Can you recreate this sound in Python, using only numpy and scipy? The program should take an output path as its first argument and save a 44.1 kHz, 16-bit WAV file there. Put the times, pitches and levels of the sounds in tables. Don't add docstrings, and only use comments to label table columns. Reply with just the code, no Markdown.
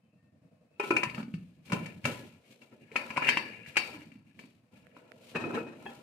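import sys
import numpy as np
from scipy import signal
from scipy.fft import rfft, irfft, next_fast_len
from scipy.io import wavfile
from scipy.ndimage import uniform_filter1d, map_coordinates

SR = 44100
rng = np.random.default_rng(int(sys.argv[2]) if len(sys.argv) > 2 else 0)


def unload_audio(sound):
    columns = np.transpose(np.atleast_2d(sound))
    steps = np.round(np.clip(columns, -1, 1) * 32767)
    wavfile.write(sys.argv[1], SR, steps.astype(np.int16))


N = 265482

# time in seconds, level in dB.
HUM_LEVEL = [(0, -67), (0.422, -60.5), (.72, -68), (1.5, -59.5), (1.95, -51), (2.33, -59), (2.529, -90),
             (2.798, -62), (3.6, -56.5), (3.96, -53), (4.301, -58), (4.628, -67), (4.73, -58.5),
             (5.02, -65.5), (5.3, -66), (6.02, -60.5)]
# time in seconds, level in dB.
DRONE_LEVEL = [(0, -78), (.6, -69), (1.5, -76.5), (2.9, -70.5), (4, -62), (4.3, -90), (4.85, -68.5),
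               (5, -61), (6.02, -60)]
# frequency in Hz, relative density in dB.
HUM_COLOUR = [(21, -98), (35, -46.5), (80, -7), (195, -4), (280, -9), (341, -17), (420, -35), (550, -66.5),
              (920, -120)]
DRONE_COLOUR = [(330, -39), (430, -7), (500, 3), (560, -9), (610, 0.5), (700, -8.5), (850, -29.5),
                (1200, -87)]
AIR_COLOUR = [(410, -29), (700, -5.5), (994, -11.5), (1050, -7.5), (1580, -13.5), (1800, -11.5),
              (1950, -15.5), (2660, -16.5), (6270, -22), (15500, -18.5)]
AIR_DB = -76
THROB_HZ, THROB_START_S, THROB_SCATTER_DB = 10.44, 0.034, 0.5
# frequency in Hz, likeness from 0 to 1.
LIKENESS = [(60, 0.92), (180, 0.97), (550, 0.62), (1650, 0.022), (4970, 0.011), (15000, 0.051)]
# frequency in Hz, 60 dB decay time in seconds.
KITCHEN_T60 = [(120, 0.66), (500, 0.42), (2000, 0.33), (6000, 0.12), (14000, 0.33)]
# frequency in Hz, width in Hz, median level in dB.
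FAINT_BANDS = [(2546, 30, -103.5), (2600, 60, -94)]
# start in seconds, length in seconds, frequency in Hz, level in dB.
FAINT_SINES = [(0.0, .12, 3060, -86), (.09, .12, 2700, -86), (.15, .24, 1825, -82), (.22, .09, 2640, -86),
               (.44, .16, 2560, -85), (.5, .14, 1071, -84), (2.42, .08, 2195, -76), (2.5, .05, 2200, -74),
               (2.49, .06, 2460, -74), (2.82, .08, 1650, -78)]
# start in seconds, level in dB, left-right balance in dB.
TICKS = [(4.869, -49.5, -23.5), (4.9675, -51, -7.5), (5.119, -37.5, -13.5)]
# frequency in Hz, width in Hz, level in dB, 60 dB decay time in seconds.
GRATE = (2530, 35, -43, 0.45)
# time in seconds, level in dB.
GRATE_STRIKES = [(5.356, 0), (5.44, -5), (5.507, -5), (5.575, -9)]
DOME_HZ = [1000, 382, 569, 842, 1322, 1453]
RIM_HZ = [2469, 1695, 1798, 1951, 2072, 2209, 2300, 2589, 2715, 2838, 3102]
# level in dB, free 60 dB decay time in seconds.
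DOME_MODES = [(0, 0.087), (-5.5, 0.11), (1.5, 0.055), (0, 0.059), (-1, 0.12), (-5, 0.16)]
RIM_MODES = [(3, 0.065), (-1, 0.06), (-5.5, 0.2), (-9.5, 0.097), (-4, 0.07), (-8, 0.077), (1, 0.11),
             (-14, 0.44), (4, 0.096), (-6.5, 0.073), (-9.5, 0.19)]
# peak time, rise and fall in seconds, then the levels of
# rumble, dome, rim and hiss in dB.
STROKES = [(0.847, 0.059, 0.52, -57.5, -56, -90, -46), (0.961, 0.15, 0.15, -38, -45, -68, -77),
           (1.198, 0.14, 0.063, -45, -50, -49.5, -54), (1.36, 0.19, 0.58, -66.5, -97, -76, -69),
           (1.659, 0.023, 0.85, -87, -83, -66, -56.5), (1.743, 0.062, 0.16, -32.5, -43, -51, -51),
           (1.865, 0.22, 0.25, -50.5, -56.5, -57.5, -61.5), (2.073, 0.042, 0.31, -36.5, -44, -46.5, -41),
           (2.46, 0.08, 0.072, -74, -97, -69.5, -74), (2.514, 0.078, 0.17, -58, -95, -98, -58.5),
           (2.63, 0.047, 0.11, -54.5, -66, -91, -59.5), (2.73, 0.067, 0.14, -54, -67, -67, -67),
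           (2.82, 0.059, 0.12, -56.5, -98, -70, -67.5), (2.985, 0.118, 0.78, -49.5, -47.5, -48.5, -51),
           (3.228, 0.017, 0.27, -51, -42.5, -40.5, -58.5), (3.285, 0.15, 0.042, -55.5, -49.5, -35, -45.5),
           (3.331, 0.026, 0.44, -53, -56, -42.5, -52), (3.479, 0.32, 0.29, -56, -74, -60.5, -66.5),
           (3.678, 0.031, 0.27, -87, -97, -58, -56), (3.851, 0.16, 0.35, -74, -51, -52.5, -48),
           (3.942, 0.24, 0.12, -52.5, -68, -56, -74), (4.27, 0.025, 0.46, -69, -91.5, -74, -73),
           (4.402, 0.054, 0.25, -56, -92, -75.5, -58.5), (4.726, 0.021, 0.16, -58.5, -67.5, -71.5, -68),
           (4.764, 0.04, 0.56, -66.5, -72, -68, -69), (4.976, 0.04, 0.11, -79.5, -83, -70, -64),
           (5.081, 0.21, 0.58, -63.5, -66.5, -77, -92), (5.3, 0.3, 0.3, -73, -100, -88, -54.5),
           (5.469, 0.19, 0.5, -36.5, -52, -56.5, -68), (5.576, 0.18, 0.14, -48, -42, -56, -54),
           (5.9, 0.34, 0.5, -61, -57.5, -66, -55.5)]
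STROKE_RANGE_DB = 30
# frequency in Hz, relative density in dB.
RUMBLE_COLOUR = [(29, -67.5), (50, -30), (134, -9), (199, -12.5), (231, 1), (272, -8), (600, -14),
                 (780, -24), (1320, -120)]
HISS_COLOUR = [(1880, -14), (3200, -5.5), (3830, -9), (5150, -14), (9780, -13.5), (13300, -10.5),
               (14400, -7), (15500, -26)]
WANDER_DB, WANDER_RATE = 3, 14
# time in seconds, level in dB.
GRIND_LEVEL = [(5.34, -46), (5.354, -31.5), (5.434, -41.5), (5.444, -46), (5.466, -43), (5.618, -42.5),
               (5.662, -58.5), (5.666, -48), (5.78, -57)]
# frequency in Hz, width in Hz, level in dB.
STOVE = [(272, 330, 4.5), (414.5, 32, -3), (890, 130, -12.5), (1360, 58, -11.5), (1530, 65, -10),
         (1860, 90, -2), (2480, 110, -29.5), (3150, 240, -20), (3690, 150, -32), (4050, 210, -13.5),
         (5200, 150, -27)]
# time in seconds, level in dB.
CLINKS = [(5.857, -37), (5.8625, -25.5), (5.867, -32.5), (5.886, -57)]
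# frequency in Hz, level in dB, free 60 dB decay time in seconds.
TRIVET = [(808, -3.5, 0.15), (400, 9, 0.018), (877, -13.5, 0.11), (1710, 0.5, 0.05), (1820, -31, 0.23),
          (2610, -12, 0.067), (3260, -14, 0.17)]
# time in seconds, ring level in dB, dome and thud levels in dB re ring, thud pitch in Hz.
CONTACTS = [(0.7969, -20.5, 1.5, -4, 412), (0.8355, -29, 1.5, 0.5, 400), (0.9062, -16, -1, 0.5, 345.7),
            (0.9649, -10.5, -16, -25, 357), (1.0324, -11, -5.5, -21, 221), (1.068, -47, -2, 18, 144.7),
            (1.0974, -30.5, -28, -32, 187), (1.1464, -28.5, -19, -7, 146), (1.1798, -36.5, -1.5, 10, 219),
            (1.203, -36, -9, 6.5, 224), (1.229, -38, -10, 8, 216), (1.281, -53.5, -14, 20.5, 219.5),
            (1.3394, -36, -13.5, 13, 172), (1.6992, -41, 5, 4, 216), (1.72, -24, 2, -0.5, 201),
            (1.73, -26, 3.5, 9, 166.6), (1.8594, -34.5, -29, -24, 153), (2.0427, -32, -8, 3.5, 113.4),
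            (2.0521, -18.5, 1, -9, 136), (2.618, -50.5, -4, -5, 241), (2.9163, -39, -19, -3.5, 451),
            (2.9569, -23.5, 7, -19, 436), (2.961, -14.5, -11, -43.5, 356), (3.1044, -27, 2.5, -8.5, 225.6),
            (3.163, -29, 7, -15, 245), (3.1703, -17.5, -15, -14.5, 252), (3.1756, -23, 9.5, -10, 150),
            (3.2205, -28.5, 10.5, -8, 315.7), (3.246, -23, -21, -24, 298), (3.2595, -41, -20, -26.5, 302.6),
            (3.2705, -19, -18, -31, 299.5), (3.2775, -24, -17.5, -20, 300.4), (3.2826, -16, -41, -35, 441),
            (3.289, -4.5, -1, -34, 255.3), (3.2922, -17.5, -28, -16, 420), (3.3396, -30, -14, -28, 325),
            (3.3715, -13.5, 11, -23, 333), (3.662, -35.5, -19, -22.5, 302), (3.7573, -28, -5, -38, 310),
            (3.7685, -5.5, -11.5, -56, 311.5), (3.7745, -14, -9.5, -42.5, 403),
            (3.9444, -35.5, 2.5, -2.5, 303), (4.0175, -37.5, -32.5, -8, 300),
            (4.1179, -44, -3, -0.5, 256.4), (4.155, -53, -7.5, 5, 230), (4.3914, -34.5, -2, -9, 217.6),
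            (4.4375, -46.5, 1, 4, 246), (4.9484, -52, -6.5, -0.5, 218), (4.9653, -48, 16.5, 0.5, 299),
            (5.3512, -30.5, -11, 2, 447), (5.3582, -29, 2, -0.5, 254), (5.439, -38.5, 8, 11, 332),
            (5.5068, -48, 18, 17.5, 386), (5.529, -52, -9, 17, 312), (5.567, -61, 22, -12, 410),
            (5.5753, -46, 19.5, 19.5, 464), (5.611, -47, -7, 16.5, 338), (5.667, -56.5, 8, 19.5, 325)]
STAGE_S = [0, .88, 1.0, 1.05, 1.6, 2.9, 3.25, 3.7, 3.9, 5.3]
# crash in dB re ring, share of the rim's free ring time, clack in
# dB re ring, clack pitch in Hz, rim side modes in dB, dome side modes in dB, shimmer in dB re ring.
GRIP = [(-18.5, 0.94, -38, 1800, -8, -8, -49), (-20.5, 0.64, -7.5, 1500, -7.5, -3, -29.5),
        (-20.5, 0.33, -5, 2000, -6, -8.5, -28), (-18, 0.13, -9, 2500, 7, 14.5, -14.5),
        (-9, 0.3, 0, 2170, 3.5, -2, -30), (-19, 0.4, 0.5, 2200, -4.5, -6.5, -27.5),
        (-21, 0.26, 0, 2020, 2, -8.5, -24), (-18.5, 0.46, -4, 2480, -5.5, 1.5, -24.5),
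        (-19.5, 0.25, -4.5, 2150, -0.5, -6, -23.5), (-28.5, 0.47, 4, 1570, 0, 4, -22.5)]
DOME_SHARE = [1, 0.81, 0.41, 0.16, 0.46, 0.36, 0.12, 0.25, 0.22, 0.31]
# frequency in Hz, width in Hz, level in dB.
SHIMMER = [(4420, 200, 0), (4680, 250, -3), (3770, 150, -3), (5280, 400, -9)]
LOOSE_T60, LOCKED_T60 = 0.12, 0.4
CLACK_CYCLES = 9.3
# frequency in Hz, width in Hz, level in dB of the resonance added to the direct sound.
PORT = (2350, 540, 3.62)
# frequency in Hz, gain in dB.
SHADE = [(600, 0), (1200, -1.5), (2000, -2.5), (2600, -4), (3400, 0), (6000, -4), (12000, 1)]
# frequency in Hz, gain in dB.
CAPSULE = [(20, -13), (70, -7.5), (110, 0), (2880, -0.5), (3350, -4.5), (4200, 0), (9000, -4), (12000, -12),
           (15500, -17)]
TOP_HZ = 15650


def amp(db):
    return 10 ** (np.asarray(db) / 20)


def unit(x):
    return x / np.sqrt(np.mean(x ** 2) + 1e-20)


def decay(t, t60):
    return amp(-60 * t / t60)


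def onset(t, seconds):
    return 1 - np.exp(-t / seconds)


def sine(hz, t):
    return np.sin(2 * np.pi * hz * t)


def along(points, hz):
    f, v = np.transpose(points)
    return np.interp(np.log(hz + 1), np.log(f + 1), v)


def coloured(points):
    return lambda f: amp(along(points, f))


def level(rows):
    s, db = np.transpose(rows)
    return np.interp(np.arange(N) / SR, s, db, left=-120)


def wobble(rate):
    knots = rng.standard_normal(int(N * rate / SR) + 4)
    coarse = np.arange(0, N + 32, 32)
    return np.interp(np.arange(N), coarse, map_coordinates(knots, [coarse * rate / SR]))


def spectrum_hz(x):
    return np.fft.rfftfreq(x.shape[-1], 1 / SR)


def filtered(x, response):
    m = next_fast_len(N + SR // 2)
    return irfft(rfft(x, m) * response(np.fft.rfftfreq(m, 1 / SR)), m)[..., :N]


def peak(f, hz, width):
    return 1j * f * width / (hz * hz - f * f + 1j * f * width)


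def resonant(peaks):
    def response(f):
        return sum((-1) ** k * amp(db) * peak(f, hz, width) for k, (hz, width, db) in enumerate(peaks))
    return response


def half_angle(hz):
    return np.arccos(np.clip(along(LIKENESS, hz), -1, 1)) / 2


def rush(response, grain_db, rate):
    pair = rng.standard_normal((2, N)) * amp(grain_db * wobble(rate))
    mid, side = filtered(pair, lambda hz: response(hz) * [np.cos(half_angle(hz)), np.sin(half_angle(hz))])
    return unit(np.array([mid + side, mid - side]))


def add(out, x, at):
    out[:, at:at + x.shape[1]] += x


def kitchen_air():
    beats = (np.arange(N) / SR - THROB_START_S) * THROB_HZ
    which = np.floor(beats).astype(int)
    s, db = np.transpose(HUM_LEVEL)
    strength_db = np.interp(THROB_START_S + which / THROB_HZ, s, db)
    strength_db += THROB_SCATTER_DB * rng.standard_normal(which[-1] + 2)[which]
    sag_db = uniform_filter1d(-16 * (beats % 1) ** 3.5, size=300)
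    hum_db = uniform_filter1d(strength_db, size=400) + sag_db
    hum = amp(hum_db) * rush(coloured(HUM_COLOUR), grain_db=1.0, rate=66)
    drone_db = level(DRONE_LEVEL) + 0.8 * sag_db
    drone = amp(drone_db) * rush(coloured(DRONE_COLOUR), grain_db=1.5, rate=30)
    air = amp(AIR_DB + 0.3 * sag_db) * rush(coloured(AIR_COLOUR), grain_db=1, rate=9)
    return hum + drone + air


def faint_bands_and_sines():
    out = np.zeros((2, N))
    for hz, width, db in FAINT_BANDS:
        out += amp(db + 7 * wobble(9)) * rush(resonant([(hz, width, 0)]), grain_db=0, rate=1)
    waver = amp(3 * wobble(40))
    for s, length, hz, db in FAINT_SINES:
        t = np.arange(round(length * SR)) / SR
        at = round(s * SR)
        swell = np.sin(np.pi * t / length)
        add(out, amp(db) * swell * sine(hz, t) * waver[at:][None, :len(t)], at)
    return out


def ticks():
    out, t = np.zeros((2, N)), np.arange(SR // 50) / SR
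    for s, db, balance_db in TICKS:
        snap = amp(20) * sine(1800, t) * decay(t, 0.002) * onset(t, 0.0004) ** 2
        edge = amp(-12) * rng.standard_normal(len(t)) * decay(t, 0.0037)
        knock = amp(-9) * sine(650, t) * decay(t, 0.016)
        sides = amp([[balance_db / 2 - 28.5], [-balance_db / 2]])
        add(out, amp(db) * (snap + edge + knock) * sides, round(s * SR))
    return out


def grate():
    hz, width, db, t60 = GRATE
    strike_s, strike_db = np.transpose(GRATE_STRIKES)
    late = np.arange(N) / SR - strike_s[:, None]
    fade = amp(strike_db) @ ((late > 0) * decay(np.abs(late), t60))
    song = filtered(rng.standard_normal(N), lambda f: peak(f, hz, width) ** 2)
    return amp(db) * fade * unit(song)


def modes(hz, rows):
    return np.column_stack([hz, rows])


def rubbed(rows, width):
    return resonant([(hz, width, 0.96 * db) for hz, db, t60 in rows])


def sliding():
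    s, rise, fall, *layers_db = np.transpose(STROKES)[:, :, None]
    steps = np.arange(0, N + 16, 16)
    late = steps / SR - s
    shape = amp(-STROKE_RANGE_DB * np.maximum(late / fall, -late / rise))
    layers = amp(layers_db)[:, :, 0] @ shape
    rumble, dome, rim, hiss = [np.interp(np.arange(N), steps, v) for v in layers]
    out = rumble * rush(coloured(RUMBLE_COLOUR), grain_db=2, rate=30)
    out += dome * rush(rubbed(modes(DOME_HZ, DOME_MODES), 80), grain_db=2, rate=80)
    for first in (0, 1):
        part = rush(rubbed(modes(RIM_HZ, RIM_MODES)[first::2], 40), grain_db=5, rate=350)
        out += rim * amp(WANDER_DB * wobble(WANDER_RATE) - 4) * part
    return out + hiss * rush(coloured(HISS_COLOUR), grain_db=2, rate=150)


def grinding():
    until_end = np.arange(N) < GRIND_LEVEL[-1][0] * SR
    return amp(level(GRIND_LEVEL) - 1.5) * until_end * rush(resonant(STOVE), grain_db=5, rate=60)


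def tails(count):
    hz, t, z = signal.stft(rng.standard_normal((count, 2, SR // 2)), SR, nperseg=256)
    tail = signal.istft(z * decay(t, along(KITCHEN_T60, hz)[:, None]), SR, nperseg=256)[1]
    turn = half_angle(spectrum_hz(tail))
    a, b = np.moveaxis(rfft(tail), 1, 0)
    mid, side = np.cos(turn) * a, np.sin(turn) * b
    tail = irfft(np.stack([mid + side, mid - side], axis=1))[..., :SR // 2 - 500]
    return tail / np.linalg.norm(tail[0, 0])


def place(out, x, s, room):
    at = round(s * SR)
    add(out, x, at)
    add(out, amp(-6.0) * signal.fftconvolve(x[:1], room, axes=1), at + 150)


def ring(rows, t, share, side_db, luck):
    hz, db, t60 = np.transpose(rows)[:, :, None]
    rest, t = len(t) - SR // 7, t[:SR // 7]
    strength, turn = luck[:, :len(rows), None]
    fade = amp(db + 2.5 * strength + side_db * (hz != hz[0])) * decay(t, t60 * share)
    apart = 2.5 * turn * hz / 2000
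    sides = [np.sum(fade * np.sin(2 * np.pi * hz * t + lag), axis=0) for lag in (0, apart)]
    return np.pad(sides, [(0, 0), (0, rest)])


def trivet_clinks():
    out, t = np.zeros((2, N + 2 * SR)), np.arange(SR // 25 * 6) / SR
    rooms = tails(count=len(CLINKS))
    for room, (s, db) in zip(rooms, CLINKS):
        clink = ring(TRIVET, t, 0.56, 0, rng.standard_normal((2, 12))) * onset(t, 0.00067)
        place(out, amp(db - 6.5) * clink, s, room)
    return out[:, :N]


def cooker_contacts():
    out, t = np.zeros((2, N + 2 * SR)), np.arange(SR // 25 * 6) / SR
    luck = rng.standard_normal((len(CONTACTS), 2, 2, 12))
    noise = rfft(rng.standard_normal((len(CONTACTS), 2, 2, len(t))))
    f = spectrum_hz(t)
    crashes = unit(irfft(noise[:, 0] * peak(f, 2800, 6800) * peak(f, 5500, 16000)))
    shimmers = unit(irfft(noise[:, 1] * resonant(SHIMMER)(f)))
    rooms = tails(count=12)
    for k, (s, db, dome_db, thud_db, thud_hz) in enumerate(CONTACTS):
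        stage = np.searchsorted(STAGE_S, s) - 1
        crash_db, rim_share, clack_db, clack_hz, rim_side_db, dome_side_db, shimmer_db = GRIP[stage]
        shimmer_t60 = LOCKED_T60 if s > STAGE_S[5] else LOOSE_T60
        clack = amp(6.5) * sine(clack_hz, t) * decay(t, CLACK_CYCLES / clack_hz) * onset(t, 0.00068)
        crash = crashes[k] * (decay(t, 0.019) + decay(t, 0.075)) * onset(t, 0.0013)
        thud = sine(thud_hz, t) * decay(t, 0.053) * onset(t, 0.0009)
        rim = ring(modes(RIM_HZ, RIM_MODES), t, rim_share, rim_side_db, luck[k, 0])
        dome = ring(modes(DOME_HZ, DOME_MODES), t, DOME_SHARE[stage], dome_side_db, luck[k, 1])
        shimmer = shimmers[k] * decay(t, shimmer_t60)
        body = amp(-9.5) * rim + amp(dome_db - 5.5) * dome + amp(shimmer_db - 8.5) * shimmer
        body = body + amp(crash_db - 2.0) * crash + amp(thud_db + 1.5) * thud
        contact = onset(t, 0.0013) * body + amp(clack_db) * clack
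        place(out, amp(db) * contact, s, rooms[k % len(rooms)])
    return out[:, :N]


def scene():
    background = kitchen_air() + faint_bands_and_sines() + ticks()
    return background + grate() + sliding() + grinding() + trivet_clinks() + cooker_contacts()


def record(dry):
    hz, width, db = PORT

    def response(f):
        left = 1 + amp(db) * peak(f, hz, width)
        right = amp(along(SHADE, f))
        return np.array([left, right]) * amp(along(CAPSULE, f)) * (f < TOP_HZ)
    return filtered(dry, response)


dry = scene()
out = record(dry)
unload_audio(out)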